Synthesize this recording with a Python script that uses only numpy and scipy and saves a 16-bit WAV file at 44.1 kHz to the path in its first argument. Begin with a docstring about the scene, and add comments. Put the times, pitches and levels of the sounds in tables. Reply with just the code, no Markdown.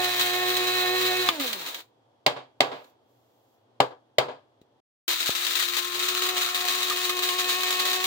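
"""A kitchen counter, miked in stereo from close by: an electric blade grinder chops coffee beans, then coasts down.
Four knocks clack its lid and thud its housing; faint ticks and a dull pop follow, then the sound drops out.
It starts again on coarser beans, which crack on the blade as the rattle fills in and the churn grows.
The motor is a stack of wavering shaft orders, the coffee is noise shaped by random hits, the knocks are
ringing modes with bursts of noise; surfaces close by return early echoes, over quiet room air."""
import sys
import numpy as np
from scipy import signal
from scipy.fft import rfft, irfft, next_fast_len
from scipy.io import wavfile
from scipy.ndimage import uniform_filter1d, map_coordinates

SR = 44100
rng = np.random.default_rng(int(sys.argv[2]) if len(sys.argv) > 2 else 0)


def persist_wave(psi):
    """Save psi, clipped to +-1, as 16-bit WAV."""
    counts = np.round(np.clip(psi, -1, 1) * 32767).astype(np.int16)
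    wavfile.write(sys.argv[1], SR, np.atleast_2d(counts).T)


N = 355446
TIME = np.arange(N) / SR
PULSE_HZ = 120  # torque pulses, two per mains cycle

# where the grinder stands, positive to the left: time_s, left_right_db
STEREO_PLACE = [(0.0, 0.5), (0.2, 1.5), (1.8, 0.5), (5.1, 3), (5.18, 4), (5.9, 7.0), (5.95, 4), (8.05, 0.5)]
# large pieces that crack on the blade, relative levels: start_s, crack_db, splinter_shower_db, shower_length_s
BLADE_CRACKS = [(0.195, -16, -24.5, 0.03), (0.567, -9, -32, 0.005), (0.951, -22, -34.5, 0.1),
                (1.397, -20, -30, 0.13), (1.529, -13.5, -35.5, 0.094), (1.663, -26, -34.5, 0.027),
                (1.686, -24, -39, 0.034), (1.745, -23, -37, 0.015), (5.08, -13, -23.5, 0.054),
                (5.202, -15, -27.5, 0.05), (5.259, -15, -35, 0.099), (5.35, -18, -30.5, 0.15),
                (5.449, -14, -30.5, 0.13), (5.553, -14, -30, 0.092), (5.625, -22, -30.5, 0.03),
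                (5.767, -16, -23.5, 0.028), (5.946, -21, -28.0, 0.077), (6.084, -14, -27.5, 0.062),
                (6.219, -17, -26.5, 0.06), (6.289, -13, -28.5, 0.14), (6.369, -16, -29.5, 0.082),
                (6.546, -19, -24, 0.025), (6.605, -18, -28.0, 0.1193), (6.677, -16, -28, 0.21),
                (6.898, -12, -29, 0.11), (7.094, -16.5, -27, 0.0059), (7.19, -15, -30.5, 0.11),
                (7.387, -15, -26, 0.016), (7.443, -17, -29, 0.16), (7.633, -13, -28.5, 0.1064),
                (7.705, -11.5, -30, 0.11), (7.797, -14, -26.5, 0.13), (7.852, -14, -27.5, 0.12),
                (7.958, -18, -28, 0.025), (8.04, -13, -23.0, 0.011), (1.803, -37, -46, 0.0052)]
# spectrum of the rattle of coarse bits, relative: frequency_hz, level_db (per Hz)
COARSE_SPECTRUM = [(500, -39), (1100, -14), (1700, -7.5), (2700, -2), (4200, 0.5), (5200, -7), (7000, -7),
                   (9000, -11), (11000, -16.5), (13500, -11), (15800, -11)]
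# spectrum of the churning powder, relative: frequency_hz, level_db (per Hz)
CHURN_SPECTRUM = [(30, -34), (70, -26.5), (110, -15), (190, -16.5), (280, -1.5), (420, -1), (600, 0),
                  (900, 2.5), (1200, 0), (2000, -21), (4000, -46.5)]
# spectrum of the lid's clack, relative: frequency_hz, level_db (per Hz)
CLACK_SPECTRUM = [(900, -24), (1600, -8.5), (2200, 0), (2800, -0.5), (3700, -0.5), (4800, -4), (5600, -15),
                  (7200, -13.5), (9500, -24.5), (13000, -27.5), (15400, -21)]
# resonances of the cup and lid: center_hz, width_hz, boost_db
CUP_RESONANCES = [(1230, 99, 8), (1784, 360, 5), (2450, 130, 1), (3240, 120, 2.5), (3820, 200, 6),
                  (7040, 330, 2.5), (11900, 400, 2), (15100, 210, 10.5)]
# resonances of the clack: center_hz, width_hz, boost_db
LID_RESONANCES = [(2040, 90, 4), (3200, 95, 3.5), (3700, 170, 1.5)]
# resonances of worktop and housing: center_hz, width_hz, boost_db
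COUNTER_RESONANCES = [(129.9, 3.5, 10), (281, 20, 6), (384, 13, 4), (500, 28, 6), (586, 31, 4.5),
                      (760, 66, 2.5), (920, 40, 0.5)]


def amp(db):
    """Decibels to gain."""
    return np.exp(np.asarray(db) * np.log(10) / 20)


def unit(x):
    """Scale to rms 1."""
    return x / np.sqrt(np.mean(x ** 2) + 1e-20)


def along(points, hz):
    """Read (Hz, value) points on a log frequency axis."""
    f, v = np.transpose(points)
    return np.interp(np.log(hz + 1), np.log(f + 1), v)


def curves(rows):
    """One value per sample for each column after the time."""
    s, *cols = np.transpose(rows)
    return [np.interp(TIME, s, c) for c in cols]


def wobble(rate):
    """A smooth random curve, rate knots a second."""
    coarse = TIME[::SR // 2000]
    knots = rng.standard_normal(int(N * rate / SR) + 4)
    return np.interp(TIME, coarse, map_coordinates(knots, [coarse * rate]))


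def panned(db):
    """Left and right gains for a level difference, positive to the left."""
    return amp(np.array([[.5], [-.5]]) * db)


def filtered(x, response):
    """Shape x by a response of frequency."""
    m = next_fast_len(N + 8192)
    return irfft(rfft(x, m) * response(np.fft.rfftfreq(m, 1 / SR)), m)[..., :N]


def lift(peaks, hz):
    """Decibels that resonances add at a frequency."""
    return sum(db / (1 + ((hz - c) / w) ** 2) for c, w, db in peaks)


def noise(spectrum, peaks=(), lead_s=.00018):
    """Stereo noise of rms 1 with resonances; it reaches the left microphone first."""
    # likeness of the two microphones: frequency_hz, correlation (0 to 1)
    likeness = [(60, .85), (120, 0.91), (380, 0.68), (700, 0.39), (1300, 0.28), (4000, 0.12), (15000, 0.11)]
    colour = lambda hz: amp(along(spectrum, hz) + lift(peaks, hz))
    turn = lambda hz: np.arccos(np.clip(along(likeness, hz), -1, 1)) / 2
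    mid, side = filtered(rng.standard_normal((2, N)),
                         lambda hz: colour(hz) * [np.cos(turn(hz)), np.sin(turn(hz))])
    left_right = np.array([mid + side, mid - side])
    return unit(filtered(left_right, lambda hz: np.exp(1j * np.pi * lead_s * np.outer([1, -1], hz))))


def fade(t, t60, rise):
    """Envelope of a blow at t = 0: a smooth onset, then exponential decay."""
    t = np.maximum(t, 0)
    return amp(-60 * t / t60) * (1 - np.exp(-(t / rise) ** 2))


def held(start, end, t60):
    """1 from start to end, then an exponential release."""
    return (TIME >= start) * amp(-60 * np.maximum(TIME - end, 0) / t60)


def ringing(blows, cup_t60, room_db, room_t60):
    """Envelope of many impacts: the energy of each dies fast in the cup and slowly in the kitchen."""
    t = TIME[:SR // 2]
    cup = fade(t, cup_t60, rise=0.00068)
    room = amp(room_db) * fade(t, room_t60, rise=0.0013)
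    return np.sqrt(np.abs(signal.fftconvolve(blows ** 2, cup ** 2 + room ** 2)[:N]))


def kitchen():
    """Quiet room air, as shaped noise, with a faint mains hum and a hiss that comes and goes."""
    # spectrum of the room air, relative: frequency_hz, level_db (per Hz)
    air_spectrum = [(30, -31.5), (70, -19), (115, 2.5), (170, -17.5), (260, -3), (600, -3), (850, -4.5),
                    (1300, -16), (2300, -24.5), (3300, -21), (4700, -27), (6000, -31.5), (9500, -39),
                    (15800, -44)]
    # faint hiss: time_s, level_db
    hiss_levels = [(2.55, -105), (2.65, -68), (2.9, -67), (2.98, -96.5), (3.1, -75), (3.55, -73.5),
                   (3.75, -105)]
    air = amp(-65.5 + 0.7 * wobble(5)) * noise(air_spectrum, [(3300, 90, 6)])
    hum = amp(-78) * np.sin(2 * np.pi * PULSE_HZ * TIME)
    hiss_spectrum = [(1000, -14), (3500, 0), (7300, -1), (9800, -10), (12000, 0.5), (15500, 2.0)]
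    return air + hum + amp(curves(hiss_levels)[0]) * noise(hiss_spectrum)


def motor(table, orders, whine_db, powered, speed, tone_db, hum_db, throb, jitter, waver_db, pan_db):
    """Shaft orders with torque sidebands; as speed falls from 1 they fade and sweep the housing's resonances."""
    coast_db_per_octave, coast_db_per_order = 12, 2  # fade as the speed halves; each higher order by so much more
    coast_ring = 2.7  # how strongly the gliding orders excite the housing
    coast_quiet = .45  # below this share of the running speed the motor falls silent
    coast_ragged_db = 2.2  # the loose shaft chatters
    unpowered_db = -6  # overtones with the power off
    whine_follows = 0.27  # share of the shaft tone's swells that the high orders take part in
    running_hz, shaft_db, second_db = curves(table)
    hz, octaves = running_hz * speed, np.log2(speed)
    whine_db = whine_db + whine_follows * (shaft_db - np.mean([row[2] for row in table]))

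    grid = np.arange(SR // 8)  # Hz
    housing_db = coast_ring * lift(COUNTER_RESONANCES, grid)
    chatter_db = coast_ragged_db * (1 - powered) * wobble(45)
    dying_db = chatter_db - 20 * np.log10(1 + (coast_quiet / speed) ** 20)

    def coasting_db(k):
        """Level change of order k away from full speed."""
        slope = coast_db_per_octave + coast_db_per_order * (k - 1)
        swept_db = np.interp(k * hz, grid, housing_db) - np.interp(k * running_hz, grid, housing_db)
        return dying_db + slope * octaves + swept_db

    turns = 2 * np.pi * np.cumsum(hz * (1 + jitter * wobble(45))) / SR  # beans brake the blade unevenly
    mains = 2 * np.pi * PULSE_HZ * TIME
    spread = np.array([[.5], [-.5]])  # phase between the microphones
    shudder = .04 * wobble(170)  # single impacts jolt the blade and roughen the high orders
    shaft = turns + 0.56 * spread
    sidebands = .55 * np.sin(shaft + mains) + .12 * np.sin(shaft - mains)
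    shaft_gain = amp(shaft_db + tone_db + coasting_db(1) + 1.2 * wobble(26))
    out = shaft_gain * (np.sin(shaft) + powered * throb * sidebands)

    overtones = [(2, second_db + tone_db + 0.94)]
    overtones += [(k, whine_db + db + waver_db * wobble(6)) for k, db in orders]
    for k, db in overtones:
        phase = k * turns + rng.uniform(0, 2 * np.pi) + spread * min(k / 2, np.pi / 2)
        torque = 1 + powered * throb * np.cos(mains + rng.uniform(0, 2 * np.pi))
        gain = amp(db + coasting_db(k) + unpowered_db * (1 - powered) + 1.8 * wobble(40))
        out = out + gain * np.sin(phase + k * shudder) * torque
    hum = amp(hum_db + wobble(23)) * powered * np.sin(mains)
    return out * panned(pan_db) + hum


def pelting(hits_per_s, size_db, clump_db, throb):
    """Envelope, rms 1, of bits that hit the cup at random, in clumps, hardest at each torque pulse."""
    struck = rng.random(N) < hits_per_s / SR
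    blows = struck * amp(size_db * np.clip(rng.standard_normal(N), -2, 2) + clump_db * wobble(70))
    blows = blows * (1 + throb * np.sin(2 * np.pi * PULSE_HZ * TIME))
    return unit(ringing(blows, cup_t60=.012, room_db=-14.0, room_t60=0.26))


def coffee(spectrum, hits, rattle_db, churn_db, splinter_db, splinter_churn_db):
    """The hits rattle the cup, over the churn of the powder; after every crack the splinters swell both."""
    showers = splinters()
    rattle = np.hypot(amp(rattle_db), amp(splinter_db) * showers) * hits
    bits = rattle * noise(spectrum, CUP_RESONANCES) * panned(curves(STEREO_PLACE)[0])
    powder = np.hypot(amp(churn_db), amp(splinter_churn_db) * showers) * noise(CHURN_SPECTRUM)
    return bits + powder


def reflected(x):
    """Hard surfaces nearby send back early copies, weaker in the bass, that comb the sound."""
    # splashback and appliances: left_delay_s, right_delay_s, level_db (above the bass)
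    surfaces = [(.0031, 0.0042, -14), (.0069, 0.0061, -14.5), (0.0105, .0121, -16), (0.017, 0.014, -19)]
    copies = lambda hz: sum(amp(db) * np.exp(-2j * np.pi * np.outer([left, right], hz))
                            for left, right, db in surfaces)
    return filtered(x, lambda hz: 1 + copies(hz) * hz / (hz + 600))


def fine_run():
    """Nearly finished powder at a nearly steady speed; switched off, the blade coasts against drag and friction."""
    # motor under power, relative levels: time_s, shaft_hz, shaft_db, second_order_db
    fine_motor = [(0.0, 362.7, -34, -33.5), (0.14, 359.6, -41.5, -42), (0.37, 362.0, -33.5, -36.5),
                  (0.788, 366, -33.5, -40.5), (0.87, 363.2, -32, -33.5), (1.008, 368.7, -30.5, -47),
                  (1.12, 364.5, -32.5, -33.5), (1.202, 368, -30.5, -48), (1.27, 361, -40, -36.5)]
    # shaft orders, relative levels: multiple, level_db
    fine_orders = [(3, 0.5), (4, -5), (5, 4), (6, -2), (7, 0.8), (8, -16), (9, -6.5), (10, -5.5), (11, 4.5)]
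    # spectrum of the rattle of fine bits, relative: frequency_hz, level_db (per Hz)
    fine_spectrum = [(500, -29.5), (1100, -15.5), (1700, -9), (2700, -5), (4200, -3.5), (5200, -11.5),
                     (7000, -13), (9000, -16), (11000, -19.5), (13500, -15), (15800, -12)]
    switch_off_s, run_end_s = 1.288, 1.8
    coast_s, friction = .7, .43  # drag time constant; dry friction as a share of the drag at full speed
    coast_rattle_db = -13  # rattle with the power off

    powered = held(0, switch_off_s, t60=.12)
    slowing = np.exp(-np.maximum(TIME - switch_off_s, 0) / coast_s)
    speed = np.maximum((1 + friction) * slowing - friction, .01)
    hits = pelting(hits_per_s=2300, size_db=6.0, clump_db=2.0, throb=.3)
    grounds = coffee(fine_spectrum, hits,
                     rattle_db=-27.5 + coast_rattle_db * (1 - powered) + .6 * wobble(15),
                     churn_db=-47.5 + 1.5 * wobble(12), splinter_db=-.5, splinter_churn_db=-14)
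    whine = motor(fine_motor, fine_orders, -37.3 + 0.64 * wobble(6.7), powered, speed, tone_db=3.5,
                  hum_db=-53.5, throb=0.39, jitter=0.0035, waver_db=1.5, pan_db=-3.5)
    return (whine + reflected(grounds)) * held(0, run_end_s, t60=0.15)


def cracks():
    """Large pieces snap on the blade; a few ring the lid, which also clacks and thumps as it is let go."""
    # bits settle in the resting cup, relative levels: start_s, level_db
    settling_ticks = [(2.843, -45.5), (4.614, -52.5)]
    # the lid is struck, relative levels: start_s, ring_db, clack_db, upper_modes_db
    lid_strikes = [(1.288, -19, -8.5, 4), (1.398, -37, -30, -12), (6.907, -21, -40, -29),
                   (7.096, -24.5, -29, -15)]
    # ringing modes of the lid, relative levels: frequency_hz, level_db, t60_s
    lid_tones = [(1208, 1.5, .07), (3040, -7.5, 0.066), (3510, 1, 0.036)]
    snap, slap, ring = np.zeros((3, N))
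    t = TIME[:SR // 4]
    for s, db, *_ in BLADE_CRACKS + settling_ticks:
        snap[round(s * SR)] = amp(db)
    for s, db, clack_db, bright_db in lid_strikes:
        slap[round(s * SR)] = amp(clack_db)
        for k, (hz, level, t60) in enumerate(lid_tones):
            tone = np.sin(2 * np.pi * hz * t + rng.uniform(0, 2 * np.pi))
            gain = amp(db + level + bright_db * (k > 0))
            ring[round(s * SR):][:len(t)] += gain * fade(t, t60, rise=0.002) * tone
    sharp = amp(-7) * ringing(snap, cup_t60=0.046, room_db=-23, room_t60=0.25)
    sharp = sharp * noise(COARSE_SPECTRUM, CUP_RESONANCES)
    clack_and_thump = amp(3) * noise(CLACK_SPECTRUM, LID_RESONANCES) + amp(-3.5) * noise(CHURN_SPECTRUM)
    clack = ringing(slap, cup_t60=0.019, room_db=-23.5, room_t60=0.22) * clack_and_thump
    return (sharp + clack + ring) * panned(curves(STEREO_PLACE)[0])


def splinters():
    """Level of the showers: each starts with its crack, sags while it lasts and dies away."""
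    shower_sag_db, shower_t60 = 2.5, 0.13  # weakening over its length; decay afterwards in s
    energy, t = np.zeros(N + SR), TIME[:SR // 2]
    for s, _, db, length in BLADE_CRACKS:
        sag_db = shower_sag_db * (.5 - np.minimum(t / length, 1))
        dying_db = -60 * np.maximum(t - length, 0) / shower_t60
        energy[round(s * SR):][:len(t)] += amp(db + sag_db + dying_db) ** 2
    return np.sqrt(energy[:N])


def knocks():
    """Each blow clacks the lid and thuds the hollow housing on the counter; the ring swells again a moment later."""
    # knocks on the grinder, relative levels: start_s, level_db, clack_db, left_right_db, hollow_hz,
    # tail_t60_s, late_swell_db, swell_delay_s, worktop_boom_db
    blows = [(2.262, -4, -7.5, -0.5, 617, 0.26, -22, 0.1, -26.5),
             (2.604, -5, -7.5, -2, 643, 0.35, -20.5, 0.11, -27),
             (3.801, -0.5, -15.5, 2.5, 794, 0.2, -32.5, .105, -31.5),
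             (4.182, -3, -11, 2, 618, 0.28, -22.5, 0.1, -34)]
    # modes of the housing on the counter, relative levels: frequency_hz, level_db, t60_s
    housing_modes = [(140, -27, 0.13), (428, -17.5, 0.159), (586, -5, 0.11), (737, 4, 0.048),
                     (867, -22, 0.27), (1012, -27, 0.26), (1102, -27.5, 0.13), (1180, -11, 0.11),
                     (1394, -20, 0.087)]
    # spectrum of the thud, relative: frequency_hz, level_db (per Hz)
    thud_spectrum = [(41, -63), (70, -37), (119, -7.5), (209, -19.5), (269, -8), (321, -13.5), (392, -3.5),
                     (491, -2.5), (539, -5), (650, -1.5), (1070, -2.5), (1410, -11), (1700, -9.5),
                     (2210, -40.5), (3740, -120)]
    out = np.zeros((2, N))
    thud = noise(thud_spectrum, COUNTER_RESONANCES)
    clack = noise(CLACK_SPECTRUM, LID_RESONANCES)
    dull = filtered(clack, lambda hz: 1 / (1 + (hz / 6500) ** 2))  # the kitchen soaks up the treble
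    t = TIME[:SR // 2]
    spread = np.array([[.4], [-.4]])  # phase between the microphones

    def mode(hz, t60):
        """One decaying sine, at a random phase."""
        return fade(t, t60, rise=.002) * np.sin(2 * np.pi * hz * t + rng.uniform(0, 2 * np.pi) + spread)

    def struck(envelope, x):
        """Noise under an envelope; the blow sets the energy."""
        return unit(envelope * x) * np.sqrt(np.mean(envelope ** 2))

    for s, db, clack_db, pan_db, hollow_hz, t60, swell_db, delay, boom_db in blows:
        part = slice(round(s * SR), round(s * SR) + len(t))
        housing = sum(amp(level + rng.normal(0, 1.7)) * mode(hz, life) for hz, level, life in housing_modes)
        swell = amp(swell_db) * fade(t - delay, t60, rise=.002)
        tones = amp(-12) * housing / np.abs(housing).max() + amp(-4) * mode(hollow_hz, .045)
        tones = tones + amp(boom_db) * mode(128, 0.17)  # the worktop booms
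        low = amp(-10.0) * struck(fade(t, .04, rise=0.0019), thud[:, part])
        low = low + amp(-10.5) * struck(amp(-6.5) * fade(t, t60, rise=.011) + swell, thud[:, part])
        high = amp(5) * fade(t - .001, 0.019, rise=.0015) * clack[:, part]
        high = high + amp(-19) * fade(t, 0.18, rise=0.0024) * clack[:, part]
        high = high + (amp(-24) * fade(t, t60, rise=0.0071) + amp(-12) * swell) * dull[:, part]
        out[:, part] += amp(db) * (tones + low + amp(clack_db + 3.5) * high) * panned(pan_db)
    # a high-pass at 85 Hz keeps deep rumble out of the knocks
    return signal.sosfilt(signal.butter(2, 85, "highpass", fs=SR, output="sos"), out)


def pops():
    """Short dull pops of little more than one cycle, each a cosine under a bell-shaped envelope."""
    # dull pops: center_s, envelope_peak_db, pitch_hz
    pop_rows = [(4.617, -41.5, 277.5), (5.294, -16, 420)]
    out = 0
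    for s, db, hz in pop_rows:
        bell = np.exp(-((TIME - s) * hz * 3.3) ** 2)
        out = out + amp(db) * bell * np.cos(2 * np.pi * hz * (TIME - s) + 0.93)
    return out


def cavity(hits, width_hz):
    """The hits also ring the air in the cup: a noise band whose center glides."""
    # the air above the beans rings lower as they turn to powder: time_s, center_hz, level_db
    air_glide = [(5.1, 1328, -49), (5.6, 1320, -44.5), (6.1, 1320, -38.5), (6.4, 1302, -37),
                 (6.8, 1185, -43), (7.4, 1140, -49.5), (8.06, 1137, -43.5)]
    hz, db = curves(air_glide)
    band = unit(filtered(rng.standard_normal((2, N)), lambda f: 1 / (1 + (f / width_hz) ** 2)))
    return amp(db) * hits * unit(band * np.sin(2 * np.pi * np.cumsum(hz) / SR))


def coarse_run():
    """Whole beans wear down: the rattle fills in, the powder churns more and the whine comes through."""
    # motor under power, relative levels: time_s, shaft_hz, shaft_db, second_order_db
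    coarse_motor = [(5.1, 340.7, -46, -62), (5.18, 339, -58.5, -67), (5.29, 348.3, -53, -50.5),
                    (5.33, 350.0, -54, -58), (5.81, 352.9, -46.5, -63.5), (6.07, 362.2, -41, -58),
                    (6.36, 363.2, -39, -42.5), (6.48, 361.1, -48.5, -50), (6.66, 363.5, -44.5, -38),
                    (6.73, 363.8, -43.5, -51), (7.1, 361.6, -39.5, -47.5), (8.05, 367.3, -42, -42)]
    # shaft orders, relative levels: multiple, level_db
    coarse_orders = [(3, 1.5), (4, -14.5), (5, -3.5), (6, -8.5), (7, -3), (8, -6.5), (10, -18.5)]
    restart_s, wear_s = 5.079, 1.64  # start; time constant in which whole beans wear down
    coarseness = np.exp(-np.maximum(TIME - restart_s, 0) / wear_s)
    hits = pelting(hits_per_s=600, size_db=5.0, clump_db=2.5, throb=0.059)
    grounds = coffee(COARSE_SPECTRUM, hits, rattle_db=-28.0 - 4 * coarseness + 0.45 * wobble(19),
                     churn_db=-46 - 14 * coarseness + 1.9 * wobble(12), splinter_db=-1, splinter_churn_db=-19.5)
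    whine = motor(coarse_motor, coarse_orders, -35 - 14 * coarseness, powered=0.98, speed=1, tone_db=3.5,
                  hum_db=-70.5, throb=0.22, jitter=0.0069, waver_db=1.7, pan_db=5.0)
    return (whine + reflected(grounds + cavity(hits, width_hz=163))) * (TIME >= restart_s)


def scene():
    """Both runs, the cracks, knocks and pops, and the room."""
    return fine_run() + coarse_run() + reflected(cracks() + knocks()) + pops() + kitchen()


def record(dry):
    """The microphone thins the bass and rounds loud peaks; the sound drops out briefly and is band-limited."""
    # silence before the second run: start_s, end_s
    dropout = (4.803, 5.079)
    top_hz = 15850
    live = (TIME < dropout[0]) | (TIME > dropout[1])
    thin = signal.sosfilt(signal.butter(2, 65, "highpass", fs=SR, output="sos"), dry)
    rounded = thin / (1 + (thin / .88) ** 6) ** (1 / 6)
    gated = rounded * uniform_filter1d(live * 1., size=64)  # soft edges
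    return filtered(gated, lambda hz: 1 / (1 + (hz / top_hz) ** 200))


dry = scene()
out = record(dry)
persist_wave(out)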